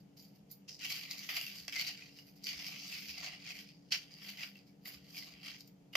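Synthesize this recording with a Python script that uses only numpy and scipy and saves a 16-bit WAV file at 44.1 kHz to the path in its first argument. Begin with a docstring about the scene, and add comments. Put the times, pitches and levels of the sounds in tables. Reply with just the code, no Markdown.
"""A metal spoon stirs dry, crunchy pieces in a plastic bowl: sparse ticks and faint spoon tings at first.
From 0.8 s pieces tumble thickly: random dying bursts ring the pieces, bowl wall, crumbs and bowl body.
Listed knocks stand out, thickest up to 1.9 s; surges then come and go, with a sharp crack at 3.9 s.
Decaying modes give a faint spoon rap at 1.7 s, two hard ones at 5.95 s, and low thuds of the counter.
Throughout, a noise-tail echo follows the bowl, over shaped room noise and the soft drone of an appliance."""
import sys
import numpy as np
from scipy import signal
from scipy.fft import rfft, irfft, next_fast_len
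from scipy.io import wavfile
from scipy.ndimage import uniform_filter1d

SR = 44100
rng = np.random.default_rng(int(sys.argv[2]) if len(sys.argv) > 2 else 0)


def bounce(signal):
    """Save signal as a 16-bit WAV file at the path given by the first command-line argument."""
    frames = np.transpose(np.atleast_2d(signal))
    limited = np.clip(frames, -1, 1)
    pcm = np.round(limited * 32767).astype(np.int16)
    wavfile.write(sys.argv[1], SR, pcm)


def rack_gain(trim_db):
    """Turn a fader trim in dB into the linear factor to multiply a signal by."""
    fader = np.asarray(trim_db, float)
    return 10 ** (fader / 20)


N = 262904

# resonances of the pieces: centre_hz, width_hz, level_db
PIECE_BANDS = [(4056, 530, -8), (4520, 363, -2.5), (4810, 360, 0.5), (5325, 730, -6.5), (6230, 1030, -12.5),
               (7260, 1000, -17.5), (9000, 980, -21), (11000, 920, -40)]
# resonances of the bowl wall: centre_hz, width_hz, level_db
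WALL_BANDS = [(1660, 570, -12), (2070, 300, -1.5), (2450, 356, 0.5), (2874, 420, -1), (3270, 262, -3),
              (3595, 350, -8.5)]
# resonances of the crumbs: centre_hz, width_hz, level_db
CRUMB_BANDS = [(12200, 1250, -8), (11750, 450, -8), (12800, 3000, -2.5), (13650, 440, -6.5),
               (13700, 2800, -2)]
# resonances of the bowl's body: centre_hz, width_hz, level_db
BODY_BANDS = [(693, 164, 6.5), (967, 600, -8), (1271, 276, 3)]
# drive of pieces, wall, crumbs, body: left_over_right_db
LEFT_OVER_RIGHT_DB = [-0.5, 1.5, -6.5, 0]


def bowl():
    """Ticks and knocks ring the pieces, the wall, the crumbs and the bowl's body."""
    snap = tumbling(per_s=900.0, spread_db=3.5, clump_db=1.5, t60_s=0.015, alike=0.25,
                    low_hz=3656, high_hz=6390, tonal=0.23)
    tock = tumbling(per_s=600.0, spread_db=2.5, clump_db=2.5, t60_s=0.025, alike=0.17,
                    low_hz=1747, high_hz=3640, tonal=0.23)
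    fine = tumbling(per_s=5400.0, spread_db=3.0, clump_db=2.5, t60_s=0.006, alike=0.034,
                    low_hz=11060, high_hz=14900, tonal=0.15)
    blows = knocks(offset_db=7.0, wall_db=-6.0, crumb_db=-4.0, body_db=-22.0,
                   wall_t60_s=0.043, alike=0.31, tonal=1.15)
    ticks = [snap + 0.47 * tock + 0.56 * fine, 1.14 * snap + tock, 0.9 * snap + fine, tock]
    gains = stirring()
    out = 0
    for k, bands in enumerate([PIECE_BANDS, WALL_BANDS, CRUMB_BANDS, BODY_BANDS]):
        force = gains[k] * rms_one(ticks[k]) + blows[k]
        out = out + resonate(balanced(force, LEFT_OVER_RIGHT_DB[k]), bands)
    return out


# surges of tumbling pieces: crest_s, crackle_db, rise_s_per_20db, fall_s_per_20db, wall_re_crackle_db
SURGES = [(0.002, -74.5, .01, .05, -9), (0.172, -62, .008, .17, -14), (0.23, -64, .07, .09, -13),
          (0.36, -74, .045, .08, -9), (0.502, -65, .015, .05, -16), (0.516, -56.5, .02, .035, -22),
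          (0.685, -51, .01, .08, -7), (0.711, -53, .03, .035, -21), (0.749, -56, .04, .06, -20),
          (0.793, -54, .01, .1, -13), (0.853, -38.5, .06, .05, -2.5), (0.909, -41, .05, .2, -3.5),
          (1.11, -46, .012, .08, -2.5), (1.06, -56, .2, .6, -2), (1.194, -46, .03, .03, -11),
          (1.29, -43.5, .008, .12, 2), (1.27, -52.5, .3, .05, -1), (1.366, -40, .05, .12, 1.5),
          (1.466, -51, .04, .2, 2), (1.556, -51, .08, .22, -11), (1.682, -47, .007, .03, 2),
          (1.725, -47, .008, .3, 3.5), (1.801, -40, .09, .1, -1), (1.873, -42.5, .1, .09, -8),
          (2.025, -58, .2, .15, -2), (2.193, -60, .15, .055, -4.5), (2.285, -66, .08, .07, -4.5),
          (2.365, -64.5, .025, .075, -12), (2.44, -47.5, .01, .15, -15), (2.468, -45, .015, .15, 1),
          (2.6, -51, .2, .4, -1), (2.676, -45, .1, .07, -4.5), (2.722, -50, .04, .1, 1),
          (2.886, -49.5, .4, .15, -6), (2.925, -46, .06, .2, -1), (3.089, -49, .056, .135, -2.5),
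          (3.185, -48, .06, .11, -1), (3.241, -45.5, .05, .15, -1), (3.335, -60, .2, .06, 6),
          (3.415, -62, .016, .06, -5), (3.502, -49, .13, .07, -1), (3.6, -53, .3, .08, 1),
          (3.69, -59, .04, .05, -2), (3.75, -72, .2, .3, -6), (3.922, -35.5, .012, .077, -1),
          (4.03, -57.5, .15, .06, -3), (4.111, -62, .015, .2, -8), (4.241, -60.5, .4, .1, -1),
          (4.289, -50.5, .1, .083, 1), (4.431, -49.5, .12, .09, 2.5), (4.577, -68, .2, .1, -1),
          (4.667, -68.5, .015, .07, -8), (4.856, -52.5, .008, .16, 1.5), (4.944, -56, .12, .045, -5),
          (5.102, -60, .13, .15, -4), (5.168, -48, .05, .22, -3.5), (5.36, -67, .1, .15, 5),
          (5.46, -51, .065, .17, 1.5), (5.56, -60, .15, .03, -1), (5.606, -57, .025, .02, -16),
          (5.68, -70.5, .14, .047, -6), (5.932, -55, .006, .03, 1), (5.954, -29.5, .003, .035, 1)]
# crumb hiss and bowl body re crackle: time_s, hiss_db, body_db
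SHARES = [(0, -7, -25), (.2, -5, -29), (.36, -3, -22), (.5, -10, -30), (.52, 3, -34), (.6, -12, -25),
          (.75, -18, -25), (.9, -9, -21), (1.12, -10, -20), (1.3, -8, -17), (1.38, -11, -18),
          (1.48, -4, -21), (1.62, -10, -24), (1.8, -13, -24), (2.1, -14, -18), (2.29, 0, -24),
          (2.42, -10, -27), (2.68, -10, -15), (2.92, -11, -23), (3.04, -7, -26), (3.14, -14, -18),
          (3.24, -16, -14), (3.33, -19, -8), (3.5, -17, -20), (3.63, -9, -22), (3.7, -20, -22),
          (3.92, -17, -24), (4.0, -11, -19), (4.12, -18, -18), (4.24, -7, -15), (4.43, -11, -14),
          (4.5, -5, -19), (4.6, -13, -18), (4.9, -1, -13), (5.0, -13, -16), (5.14, -7, -15),
          (5.22, -13, -15), (5.42, -10, -9), (5.55, -16, -18), (5.7, -8, -25), (5.96, -7, -9)]
# heap between surges: crackle_db, wall_db
RESTING_DB = [-92, -85]
SETTLE_DB, SETTLE_FASTER = 15, 1.2   # beyond this far below its crest, a surge's slope gains this extra share


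def stirring():
    """Gains of crackle, wall, crumbs and body: each surge swells to its crest and dies; powers add."""
    crest_s, crackle_db, rise_s, fall_s, wall_db = np.transpose(SURGES)[:, :, None]
    t = np.arange(0, N + 32, 32) / SR
    below_db = 20 * np.maximum((crest_s - t) / rise_s, (t - crest_s) / fall_s)
    surge_db = crackle_db - below_db - SETTLE_FASTER * np.maximum(below_db - SETTLE_DB, 0)
    crackle, wall = [np.sqrt(np.sum(rack_gain(2 * db), axis=0) + rack_gain(2 * rest_db))
                     for db, rest_db in zip((surge_db, surge_db + wall_db), RESTING_DB)]
    time_s, hiss_db, body_db = np.transpose(SHARES)
    crumbs = crackle * rack_gain(np.interp(t, time_s, hiss_db))
    body = crackle * rack_gain(np.interp(t, time_s, body_db))
    return [np.interp(np.arange(N) / SR, t, gain) for gain in (crackle, wall, crumbs, body)]


def tumbling(per_s, spread_db, clump_db, t60_s, alike, low_hz, high_hz, tonal):
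    """Random ticks of uneven size, in clumps, from ten kinds of piece and spot; rms 1."""
    clumps = rms_one(uniform_filter1d(rng.standard_normal(N // 64 + 1), size=8))
    clumps = np.repeat(clumps, 64)[:N]
    born = rng.random(N) < per_s / SR
    sizes = rack_gain(spread_db * np.minimum(rng.exponential(1, N), 3.5) + clump_db * clumps)
    spot = rng.integers(0, 10, N)
    kinds = paths(t60_s, alike, np.geomspace(low_hz, high_hz, num=10), tonal, direct=2.43)
    out = 0
    for k, path in enumerate(kinds):
        ticks = born * sizes * (spot == k)
        out = out + signal.oaconvolve(ticks[None], path, axes=1)[:, :N]
    return rms_one(out)


# knocks that stand out: time_s, snap_db, wall_ring_db, wall_pitch_hz
KNOCKS = [(0.5022, -47, -62, 2010), (0.513, -43, -66, 2430), (0.6837, -45, -46, 2680),
          (0.6924, -32, -52, 3180), (0.752, -39, -55, 2010), (0.792, -37, -52, 2060),
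          (0.817, -33, -40, 2100), (0.846, -36, -29.5, 2320), (0.9013, -28.5, -27, 2260),
          (0.9304, -37, -34, 2270), (1.0124, -44, -40, 2330), (1.051, -37, -42, 2350),
          (1.1109, -22, -37, 2060), (1.1334, -38, -38, 2650), (1.1917, -31.5, -34, 2250),
          (1.289, -37, -21.5, 2470), (1.3583, -27, -36, 2400), (1.3683, -32, -25, 2100),
          (1.4122, -26, -25, 2840), (1.4653, -28.5, -30.5, 2720), (1.6017, -38, -49, 2550),
          (1.6806, -23, -32, 2650), (1.7235, -40, -45, 2380), (1.7494, -29, -36, 2070),
          (1.7574, -26, -23, 2140), (1.7624, -22, -26, 2060), (1.7664, -29, -25, 2070),
          (1.7884, -35, -32, 2030), (1.7953, -22, -24, 2130), (1.8716, -31, -46, 2400),
          (1.8804, -29, -42, 2670), (1.9749, -37, -44, 2360), (2.0215, -43.5, -36, 2490),
          (2.0931, -45, -47, 2780), (2.187, -39, -38, 2870), (2.2877, -51, -53, 2470),
          (2.368, -54, -70, 2010), (2.426, -42, -67, 2680), (2.4364, -37, -54, 2020),
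          (2.4412, -27, -49, 2150), (2.4673, -44, -32, 2370), (2.5054, -37, -35, 2940),
          (2.593, -42, -36, 2780), (2.6524, -39, -45, 2270), (2.8287, -42, -41, 2720),
          (2.9246, -32, -28, 2650), (2.9494, -39, -42, 2510), (2.9951, -38, -53, 2580),
          (3.0914, -36, -35, 2480), (3.1407, -41.5, -38, 2720), (3.1807, -27.5, -52, 2450),
          (3.2445, -31, -37, 2160), (3.321, -39, -48, 2600), (3.3613, -42.5, -38, 2900),
          (3.4558, -48.5, -34, 2430), (3.4755, -55, -35, 2180), (3.5034, -35, -31, 2500),
          (3.5224, -48, -36, 2190), (3.689, -42, -48, 2470), (3.907, -38, -45, 1940),
          (3.9152, -31, -38, 2570), (3.9235, -19.5, -33, 2530), (3.9364, -28, -31, 2020),
          (3.9494, -35, -38, 2300), (4.1096, -48, -58, 1930), (4.1168, -40.5, -49, 2270),
          (4.139, -37, -54, 2610), (4.2428, -44, -41, 2020), (4.2842, -42, -38, 2070),
          (4.3834, -43, -35, 2050), (4.4072, -35, -31, 1960), (4.555, -48, -41, 2690),
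          (4.5895, -47, -52, 2530), (4.6927, -57, -63, 2290), (4.8544, -45.5, -36, 2000),
          (4.8724, -39, -40, 3240), (5.1454, -39, -37.5, 2460), (5.1677, -39, -30, 2280),
          (5.2227, -51, -32.5, 2035), (5.4, -55, -49, 2660), (5.6077, -39, -62, 2020),
          (5.676, -44, -65, 2680), (5.9309, -52, -40, 2900), (5.9354, -45, -37, 2880)]
SNAP_T60_S = 0.006


def knocks(offset_db, wall_db, crumb_db, body_db, wall_t60_s, alike, tonal):
    """Short burst per knock on pieces, wall, crumbs and body; the wall's burst carries the knock's pitch."""
    time_s, snap_db, ring_db, pitch_hz = np.transpose(KNOCKS)
    snaps = paths(SNAP_T60_S, alike, pitch_hz, 0, direct=4.3)
    rings = paths(wall_t60_s, alike, pitch_hz, tonal, direct=4.6)
    hiss_db = np.interp(time_s, *np.transpose(SHARES)[:2])
    levels_db = np.array([snap_db, ring_db + wall_db, snap_db + hiss_db + crumb_db, ring_db + body_db])
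    levels = rack_gain(offset_db + levels_db)
    force = np.zeros((4, 2, N + SR))
    for k, at in enumerate(np.round(time_s * SR).astype(int)):
        bursts = np.array([snaps[k], rings[k], snaps[k], snaps[k]])
        force[:, :, at:at + snaps.shape[2]] += levels[:, k, None, None] * bursts
    return force[:, :, :N]


def paths(t60_s, alike, pitch_hz, tonal, direct):
    """Ticks at two ports: noise dying over the bowl's inner echoes, a pitched ring and a direct click."""
    t = np.arange(int(.04 * SR)) / SR
    draws = rng.standard_normal((len(pitch_hz), 3, len(t)))
    alike = np.clip(alike, 0, 1)
    noise = np.sqrt(alike) * draws[:, :1] + np.sqrt(1 - alike) * draws[:, 1:]
    ring = tonal * np.sin(2 * np.pi * np.asarray(pitch_hz)[:, None, None] * t)
    burst = (noise + ring) * rack_gain(-60 * t / t60_s)
    click = direct * np.sign(draws[:, 0, 0])
    lag = rng.integers(0, 5, len(pitch_hz))
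    burst[:, 1, 2] += click
    burst[np.arange(len(lag)), 0, lag + 1] += click   # left port: 1 sample earlier to 3 later
    return burst / np.sqrt(np.mean(np.sum(burst ** 2, axis=2)))


SHIFTING_DB = 2.5   # standard deviation of the swell's random points


def resonate(force, bands):
    """Parallel band-passes, alternating signs, each swelling as the heap moves; unswelled, white keeps its rms."""
    probe = np.zeros((2, 4096))   # unit impulse ahead of the force, for the scaling
    probe[:, 0] = 1
    both, out = np.hstack([probe, force + 1e-18]), 0
    for k, (hz, width_hz, level_db) in enumerate(bands):
        edges_hz = [hz - width_hz / 2, hz + width_hz / 2]
        band = signal.butter(2, edges_hz, "band", fs=SR, output="sos")
        steps = rng.standard_normal(int(12 * N / SR) + 2)   # about 12 per s
        swell = np.interp(np.linspace(0, len(steps) - 1, N), np.arange(len(steps)), steps)
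        gain_db = level_db + np.r_[np.zeros(4096), SHIFTING_DB * swell]
        out = out + (-1) ** k * rack_gain(gain_db) * signal.sosfilt(band, both)
    return out[:, 4096:] / np.sqrt(np.sum(out[0, :4096] ** 2))


def rms_one(x):
    """Scale to rms 1."""
    return x / np.sqrt(np.mean(x ** 2) + 1e-20)


def balanced(x, left_over_right_db):
    """Split a level difference evenly between left and right."""
    return x * rack_gain(np.array([[.5], [-.5]]) * left_over_right_db)


# spoon edge on bowl: time_s, level_db
RAPS = [(1.6805, -34), (1.6818, -47), (5.9537, -14.5), (5.9552, -18), (5.9575, -30)]
# bowl modes: pitch_hz, level_db, t60_s
BOWL_MODES = [(688, -16, 0.02), (1110, -20, 0.029), (2100, -5.5, 0.01), (3080, -9, 0.016),
              (4930, -13.5, 0.019), (5927, -18, 0.0054), (7160, -32, 0.015), (9440, -33, 0.0071)]


def spoon_raps():
    """The spoon edge raps the bowl's modes; the raps carry no bass."""
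    raps = struck(RAPS, BOWL_MODES, spread_db=2.5)
    raps = signal.sosfilt(signal.butter(2, 300.0, "high", fs=SR, output="sos"), raps)
    return balanced(raps, -3)


# spoon set ringing: time_s, level_db
TINGS = [(.5135, -52), (.225, -62), (3.575, -72), (4.873, -51), (5.608, -61), (5.675, -61.5)]
# spoon modes: pitch_hz, level_db, t60_s
SPOON_MODES = [(6950, -6, .07), (11900, -4, .06), (13550, 0, .06), (13800, -6, .04), (14900, -8, .04)]


def spoon_tings():
    """The spoon itself rings in high, briefly decaying modes."""
    return struck(TINGS, SPOON_MODES, spread_db=3.0)


# pushes on the counter top: time_s, level_db
THUDS = [(0.782, -82), (0.888, -83), (1.345, -73), (1.605, -69.5), (1.863, -74), (2.551, -64.5),
         (2.933, -72), (3.089, -69), (3.188, -71), (3.31, -78), (3.55, -75), (3.943, -79), (4.948, -70),
         (5.328, -76)]
# counter modes: pitch_hz, level_db, t60_s
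COUNTER_MODES = [(55.3, -3, 0.38), (73.7, 4.5, 0.34)]


def counter_thuds():
    """Pushes shake the counter top in two low modes."""
    return struck(THUDS, COUNTER_MODES, spread_db=3.5)


def struck(blows, modes, spread_db):
    """Impulses ring two-pole modes, with a random strength per blow, mode and port."""
    time_s, blow_db = np.transpose(blows)
    at = np.round(time_s * SR).astype(int)
    chance, out = rng.standard_normal((len(at), len(modes), 2)), np.zeros((2, N))
    for k, (hz, level_db, t60_s) in enumerate(modes):
        clicks = np.full((2, N), 1e-18)
        clicks[:, at] = rack_gain(blow_db + level_db + spread_db * chance[:, k].T)
        r, w = rack_gain(-60 / (t60_s * SR)), 2 * np.pi * hz / SR
        out += (-1) ** k * signal.lfilter([0, np.sin(w)], [1, -2 * r * np.cos(w), r * r], clicks)
    return out


KITCHEN_T60_S, KITCHEN_DB = 0.2, -5.5


def kitchen(x):
    """Diffuse echo of hard walls: dying noise, another one at each port, after a 4 ms gap."""
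    t = np.arange(int(.5 * SR)) / SR
    tail = rng.standard_normal((2, len(t))) * rack_gain(-60 * t / KITCHEN_T60_S) * (t > .004)
    tail = tail / np.sqrt(np.mean(np.sum(tail ** 2, axis=1)))
    return rack_gain(KITCHEN_DB) * signal.oaconvolve(x.mean(axis=0)[None], tail, axes=1)[:, :N]


# room and microphone noise spectrum: freq_hz, relative_density_db
ROOM = [(15, -49), (25, -2), (87, -15), (180, 4.5), (236, -7.5), (293, -4.5), (354, -7.5), (775, -11),
        (1040, -22), (4030, -29), (4740, -26), (7110, -28.5), (8140, -37.5), (14000, -33.5), (16000, -42)]
# stereo likeness: freq_hz, left_right_correlation
LIKENESS = [(30, 0.17), (70, .6), (150, 0.93), (300, 1), (600, 0.1), (2000, 0.033)]
# appliance tones: centre_hz, width_hz, level_db
DRONE = [(146, 35, -74), (169.3, 18, -79.5), (199.4, 9.4, -69.5), (465, 18, -86)]
ROOM_DB, HUM_HZ, HUM_DB = -67.5, 283.5, -70


def room_tone():
    """Shaped room and microphone noise, narrow noise bands of an appliance and its one wavering sine."""
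    size = next_fast_len(N)
    hz = np.arange(size // 2 + 1) * SR / size
    mid, side = rfft(rng.standard_normal((2, size)), axis=1)
    alike = np.clip(on_log(LIKENESS, hz), 0, 1)
    pair = np.sqrt(1 + alike) * mid + np.sqrt(1 - alike) * side * [[1], [-1]]
    out = rack_gain(ROOM_DB) * rms_one(irfft(pair * rack_gain(on_log(ROOM, hz)), size)[:, :N])
    for centre_hz, width_hz, level_db in DRONE:
        tone = irfft(pair / (1 + (2 * (hz - centre_hz) / width_hz) ** 2), size)[:, :N]
        out += rack_gain(level_db) * rms_one(tone)
    waver = rms_one(uniform_filter1d(rng.standard_normal(N), size=4000))
    turns = np.cumsum(HUM_HZ + 1.02 * waver) / SR
    hum = np.sin(2 * np.pi * turns + np.array([[.4], [-.4]]))
    out += np.sqrt(2) * rack_gain(HUM_DB + 2.3 * waver) * hum
    return balanced(out, 1)


def on_log(points, hz):
    """Read (Hz, value) points on a log-frequency axis."""
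    at_hz, value = np.transpose(points)
    return np.interp(np.log(hz + 1e-9), np.log(at_hz), value)


def scene():
    """The bowl and spoon close by, their echo, the counter and the room."""
    near = bowl() + spoon_raps() + spoon_tings()
    return near + kitchen(near) + counter_thuds() + room_tone()


def band_limit(x):
    """A steep low-pass at the top of the band."""
    return signal.sosfilt(signal.butter(12, 16670, fs=SR, output="sos"), x)


TOP_HZ = 15900


def record(dry):
    """The microphone drops the deepest bass; a steep low-pass cuts the top."""
    cut = signal.sosfilt(signal.butter(3, 38.0, "high", fs=SR, output="sos"), dry)
    cut = signal.sosfilt(signal.cheby2(14, 45, TOP_HZ, fs=SR, output="sos"), cut)
    return band_limit(cut)


dry = scene()
out = record(dry)
bounce(out)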